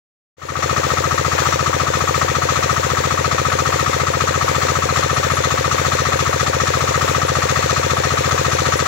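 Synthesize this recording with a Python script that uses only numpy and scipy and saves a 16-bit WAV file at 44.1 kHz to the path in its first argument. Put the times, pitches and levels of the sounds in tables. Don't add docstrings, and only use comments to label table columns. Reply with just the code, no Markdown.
import sys
import numpy as np
from scipy import signal
from scipy.fft import rfft, irfft, next_fast_len
from scipy.io import wavfile
from scipy.ndimage import uniform_filter1d, map_coordinates

SR = 44100
rng = np.random.default_rng(int(sys.argv[2]) if len(sys.argv) > 2 else 0)


def transcribe(signal):
    frames = np.atleast_2d(signal).T
    limited = np.clip(frames, -1, 1)
    pcm = np.round(limited * 32767).astype(np.int16)
    wavfile.write(sys.argv[1], SR, pcm)


N = 391166
T = np.arange(N) / SR

# cycle_fraction, rasp_db, clatter_db
CYCLE_ENVELOPES = [(0, -3, -6), (.06, 0.5, -2), (.16, 0, 0.5), (.33, 2, -1.5), (.5, -8, -3.5), (.7, -5, -5),
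                   (.85, 0, -5), (.96, -8, -7.5)]


def bark(firings, jitter_s, stroke_db, scatter_db):
    # delay_s, level_db, right_minus_left_db
    surges = [(.00105, -4.5, -4.4), (.00385, 2.2, -6.9), (.01007, -.5, -6.4), (.01564, -6.9, -11.7),
              (.01771, -.6, -12)]
    # pitch_hz, level_db, t60_s
    silencer_modes = [(770, -28.5, 0.053), (910, -19.5, 0.039), (1202, -4, 0.056), (1265, -10, 0.069),
                      (1490, -30, 0.014), (1837, -12.5, 0.043)]
    starts = firings + jitter_s * rng.standard_normal(len(firings))
    strength_db = stroke_db * rng.standard_normal(len(firings))
    blows = np.zeros((2, N))
    for delay, db, right_db in surges:
        sizes = amp(db + strength_db + scatter_db * rng.standard_normal(len(firings)))
        blows += pulses(starts + delay, sizes) * amp([[0], [right_db]])
    ringing = ring(blows, silencer_modes, lag_s=.00066)
    return unit(chamber(ringing, centre_hz=1220, width_hz=300, outside_db=-4))


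def intake_thump(firings, gulp_delay_s, pop_delay_s, scatter_db, pop_db):
    # pitch_hz, level_db, t60_s
    intake_modes = [(87.9, -21.5, 0.41), (131.5, -7, 0.084), (215, -27, 0.063), (231, -49, 0.13),
                    (406, -31, 0.18)]
    # pitch_hz, level_db, t60_s
    valve_modes = [(333.8, -25.5, 0.24), (430, -20.5, 0.053), (521, -5.5, 0.038), (930, -19, 0.23)]
    sizes = lambda: amp(scatter_db * rng.standard_normal(len(firings)))
    suction = -pulses(firings + gulp_delay_s, sizes()) * amp([[0], [-4.2]])
    shutting = pulses(firings + pop_delay_s, sizes()) * amp([[0], [-3.5]])
    gulp = ring(suction, intake_modes, lag_s=.00063)
    pop = chamber(ring(shutting, valve_modes, lag_s=.00066), centre_hz=480, width_hz=280, outside_db=-6)
    return unit(gulp + amp(pop_db) * pop)


def block_clatter(cycles):
    # frequency_hz, level_db
    spectrum = [(700, -11), (1800, 3.5), (3000, -5), (4200, -2), (5000, -5.5), (6000, -1), (7400, -3.5),
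                (8200, -16), (9500, -24.5), (11000, -20.5), (13900, -43.5), (14700, -17.5), (16000, -47)]
    # pitch_hz, width_hz, boost_db
    ring_peaks = [(1875, 70, 6), (2480, 71, 7.5), (3510, 260, 5), (4220, 54, 5.5), (5900, 62, 6.5),
                  (6530, 240, 3), (7500, 150, 2.5)]
    fraction, _, envelope_db = np.transpose(CYCLE_ENVELOPES)
    noise = flicker(pulsing_noise(cycles, fraction, envelope_db), depth_db=1.2)
    peaks_db = lambda hz: sum(db / (1 + (2 * (hz - f) / width) ** 2) for f, width, db in ring_peaks)
    return spread(noise, lambda hz: eq_db(spectrum, hz) + peaks_db(hz), alike_hz=900, lag_s=.00073)


def gas_rasp(cycles):
    # frequency_hz, level_db
    spectrum = [(40, -44), (90, -5.5), (300, -11), (500, -1), (750, 3), (880, -6.5), (1200, -16),
                (1500, -3.5), (2000, -2.5), (2600, -9.5), (4000, -30), (8000, -41)]
    fraction, envelope_db, _ = np.transpose(CYCLE_ENVELOPES)
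    noise = pulsing_noise(cycles, fraction, envelope_db)
    return spread(noise, lambda hz: eq_db(spectrum, hz), alike_hz=1140, lag_s=.0005)


def paddle_spray(drops_per_s, drop_hz, decay_cycles, drops_db, surge_db):
    # frequency_hz, level_db
    spectrum = [(25, -10), (60, -8), (300, -4.5), (1000, 2.5), (2500, -4.5), (5000, -9.5), (7400, -3.5),
                (8300, -19), (11000, -25.5), (13900, -26.5), (14700, -11), (16000, -17)]
    count = int(drops_per_s * N / SR)
    onset, pitch, size, side = rng.random((4, count))
    t = np.arange(300) / SR
    drop_pitch_hz = drop_hz * 2 ** (3 * (pitch[:, None] - .5))
    gains = (.0011 + size[:, None]) ** -.3
    drops = gains * np.sin(2 * np.pi * drop_pitch_hz * t) * np.exp(-drop_pitch_hz * t / decay_cycles)
    samples = (onset[:, None] * N).astype(int) + np.arange(len(t))
    sides = [side < .5, side >= .5]
    patter = np.array([np.bincount(samples[s].ravel(), drops[s].ravel(), N)[:N] for s in sides])
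    water = unit(rng.standard_normal((2, N))) + amp(drops_db) * unit(patter)
    water *= amp(surge_db * wobble(9))
    return spread(water, lambda hz: eq_db(spectrum, hz), alike_hz=700, lag_s=.0008)


def belt_chirps(cycles, centre_hz, half_width_hz, swell_s, rub_db, scatter_db, slip_trim_db):
    # time_s, level_db
    hard_slips = [(1.9909, -35), (2.7472, -36), (4.4674, -38), (5.1544, -35), (5.3607, -34), (7.1084, -33),
                  (7.2734, -34), (7.9764, -36), (8.5404, -35), (8.776, -34)]
    hiss = filtered(rng.standard_normal(N), lambda hz: 1 / (1 + ((hz - centre_hz) / half_width_hz) ** 2))
    turns = np.interp(np.arange(.36, cycles[-1], .5), cycles, T)
    rubs = pulses(turns, amp(rub_db + scatter_db * rng.standard_normal(len(turns)))) * drift(.4)
    slip_s, slip_db = np.transpose(hard_slips)
    slips = pulses(slip_s, amp(slip_db + slip_trim_db))
    swell = np.exp(-((np.arange(SR // 10) / SR - .05) / swell_s) ** 2)
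    envelope = signal.fftconvolve(rubs + slips, swell, "same")
    return hiss / hiss.std() * envelope * amp([[-11], [0]])


def pulsing_noise(cycles, fraction, envelope_db, rough_db=1.33, stroke_db=1.1):
    level_db = np.interp(cycles, fraction, envelope_db, period=1)
    return rng.standard_normal((2, N)) * amp(level_db + rough_db * wobble(300) + stroke_db * wobble(25))


def flicker(x, depth_db):
    spectra = signal.stft(x, nperseg=512)[2]
    patches = uniform_filter1d(rng.standard_normal(spectra.shape[1:]), size=6, axis=0)
    patches = uniform_filter1d(patches, size=9, axis=1)
    return signal.istft(spectra * amp(depth_db * patches / patches.std()), nperseg=512)[1][:, :N]


def ring(blows, modes, lag_s):
    t = np.arange(SR // 2) / SR
    response = sum(amp(db - 60 * t / t60) * np.sin(2 * np.pi * hz * t) for hz, db, t60 in modes)
    left, right = signal.fftconvolve(blows, response[None], axes=1)[:, :N]
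    return np.array([left, filtered(right, lambda hz: np.exp(2j * np.pi * hz * lag_s))])


def chamber(x, centre_hz, width_hz, outside_db):
    passband = lambda hz: 1 / (1 + (2 * (hz - centre_hz) / width_hz) ** 4)
    return filtered(x, lambda hz: amp(outside_db * (1 - passband(hz))))


def spread(pair, tone_db, alike_hz, lag_s):
    # frequency_hz, right_minus_left_db
    shade = [(100, 0.5), (500, -2.5), (1200, -9), (2000, -9.5), (3200, -7), (4300, -9), (5900, -11),
             (7300, -18), (8300, -11), (9500, 2), (11800, 1), (13800, 0.5), (16000, -18)]
    alike = lambda hz: 1 / (1 + hz / alike_hz)
    shared = filtered(pair[0], lambda hz: alike(hz) * np.exp(2j * np.pi * hz * lag_s))
    right = shared + filtered(pair[1], lambda hz: np.sqrt(1 - alike(hz) ** 2))
    side_gains = lambda hz: amp([tone_db(hz), tone_db(hz) + eq_db(shade, hz)])
    return unit(filtered(np.array([pair[0], right]), side_gains))


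def pulses(times, sizes):
    at = times * SR
    taps = np.floor(at).astype(int)[:, None] + np.arange(-7, 9)
    gap = taps - at[:, None]
    shape = np.sinc(gap) * np.sinc(gap / 8)
    return np.bincount(np.clip(taps, 0, N).ravel(), (sizes[:, None] * shape).ravel(), N + 1)[:N]


def filtered(x, response):
    m = next_fast_len(N + SR // 2)
    return irfft(rfft(x, m) * response(np.fft.rfftfreq(m, 1 / SR)), m)[..., :N]


def eq_db(points, hz):
    point_hz, db = np.transpose(points)
    return np.interp(np.log(hz + 1), np.log(point_hz + 1), db)


def wobble(rate):
    return map_coordinates(rng.standard_normal(int(N * rate / SR) + 4), [T * rate])


def drift(db_per_s):
    return amp(db_per_s * (T - T.mean()))


def pan_right(db_per_s):
    return np.array([drift(-db_per_s / 2), drift(db_per_s / 2)])


def amp(db):
    return 10 ** (np.asarray(db) / 20)


def unit(x):
    return x / np.sqrt(np.mean(x.mean(0) ** 2) + 1e-20)


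def scene():
    # time_s, firings_per_s
    speed = [(0, 14.428), (3, 14.555), (7.2, 14.646), (8, 14.599), (8.9, 14.579)]
    cycles = np.cumsum(np.interp(T, *np.transpose(speed))) / SR
    firings = np.interp(np.arange(1, int(cycles[-1]) + 1), cycles, T)
    rasp = gas_rasp(cycles)
    clatter = block_clatter(cycles)
    barks = bark(firings, jitter_s=.00006, stroke_db=.6, scatter_db=.5)
    thumps = intake_thump(firings, gulp_delay_s=.0184, pop_delay_s=.0369, scatter_db=.1, pop_db=4)
    chirps = belt_chirps(cycles, centre_hz=10530, half_width_hz=650, swell_s=.013,
                         rub_db=-48.5, scatter_db=4, slip_trim_db=-5)
    spray = paddle_spray(drops_per_s=1000, drop_hz=3010, decay_cycles=2.07, drops_db=-8, surge_db=1.5)
    mix = amp(-24.5) * drift(-.01) * pan_right(.45) * barks
    mix += amp(-24) * drift(.25) * thumps
    mix += amp(-28.3) * drift(.24) * clatter
    mix += amp(-30.5) * drift(.25) * rasp
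    mix += amp(-28.5) * spray + chirps
    return mix * pan_right(.07)


def record(dry):
    low_cut_hz, high_cut_hz = 69, 15850
    fade_start_s, fade_s = .368, .33
    sound = filtered(dry, lambda hz: 1 / np.sqrt(1 + (low_cut_hz / (hz + 1)) ** 30))
    rumble = filtered(rng.standard_normal(N), lambda hz: hz / (hz + 25) / (1 + (hz / 70) ** 4))
    sound += amp(-55.5) * unit(rumble * amp([[3.5], [0]]))
    fade = np.clip((T - fade_start_s) / fade_s, 0, 1)
    return filtered(sound * fade, lambda hz: np.clip((high_cut_hz - hz) / 100, 0, 1))


dry = scene()
out = record(dry)
transcribe(out)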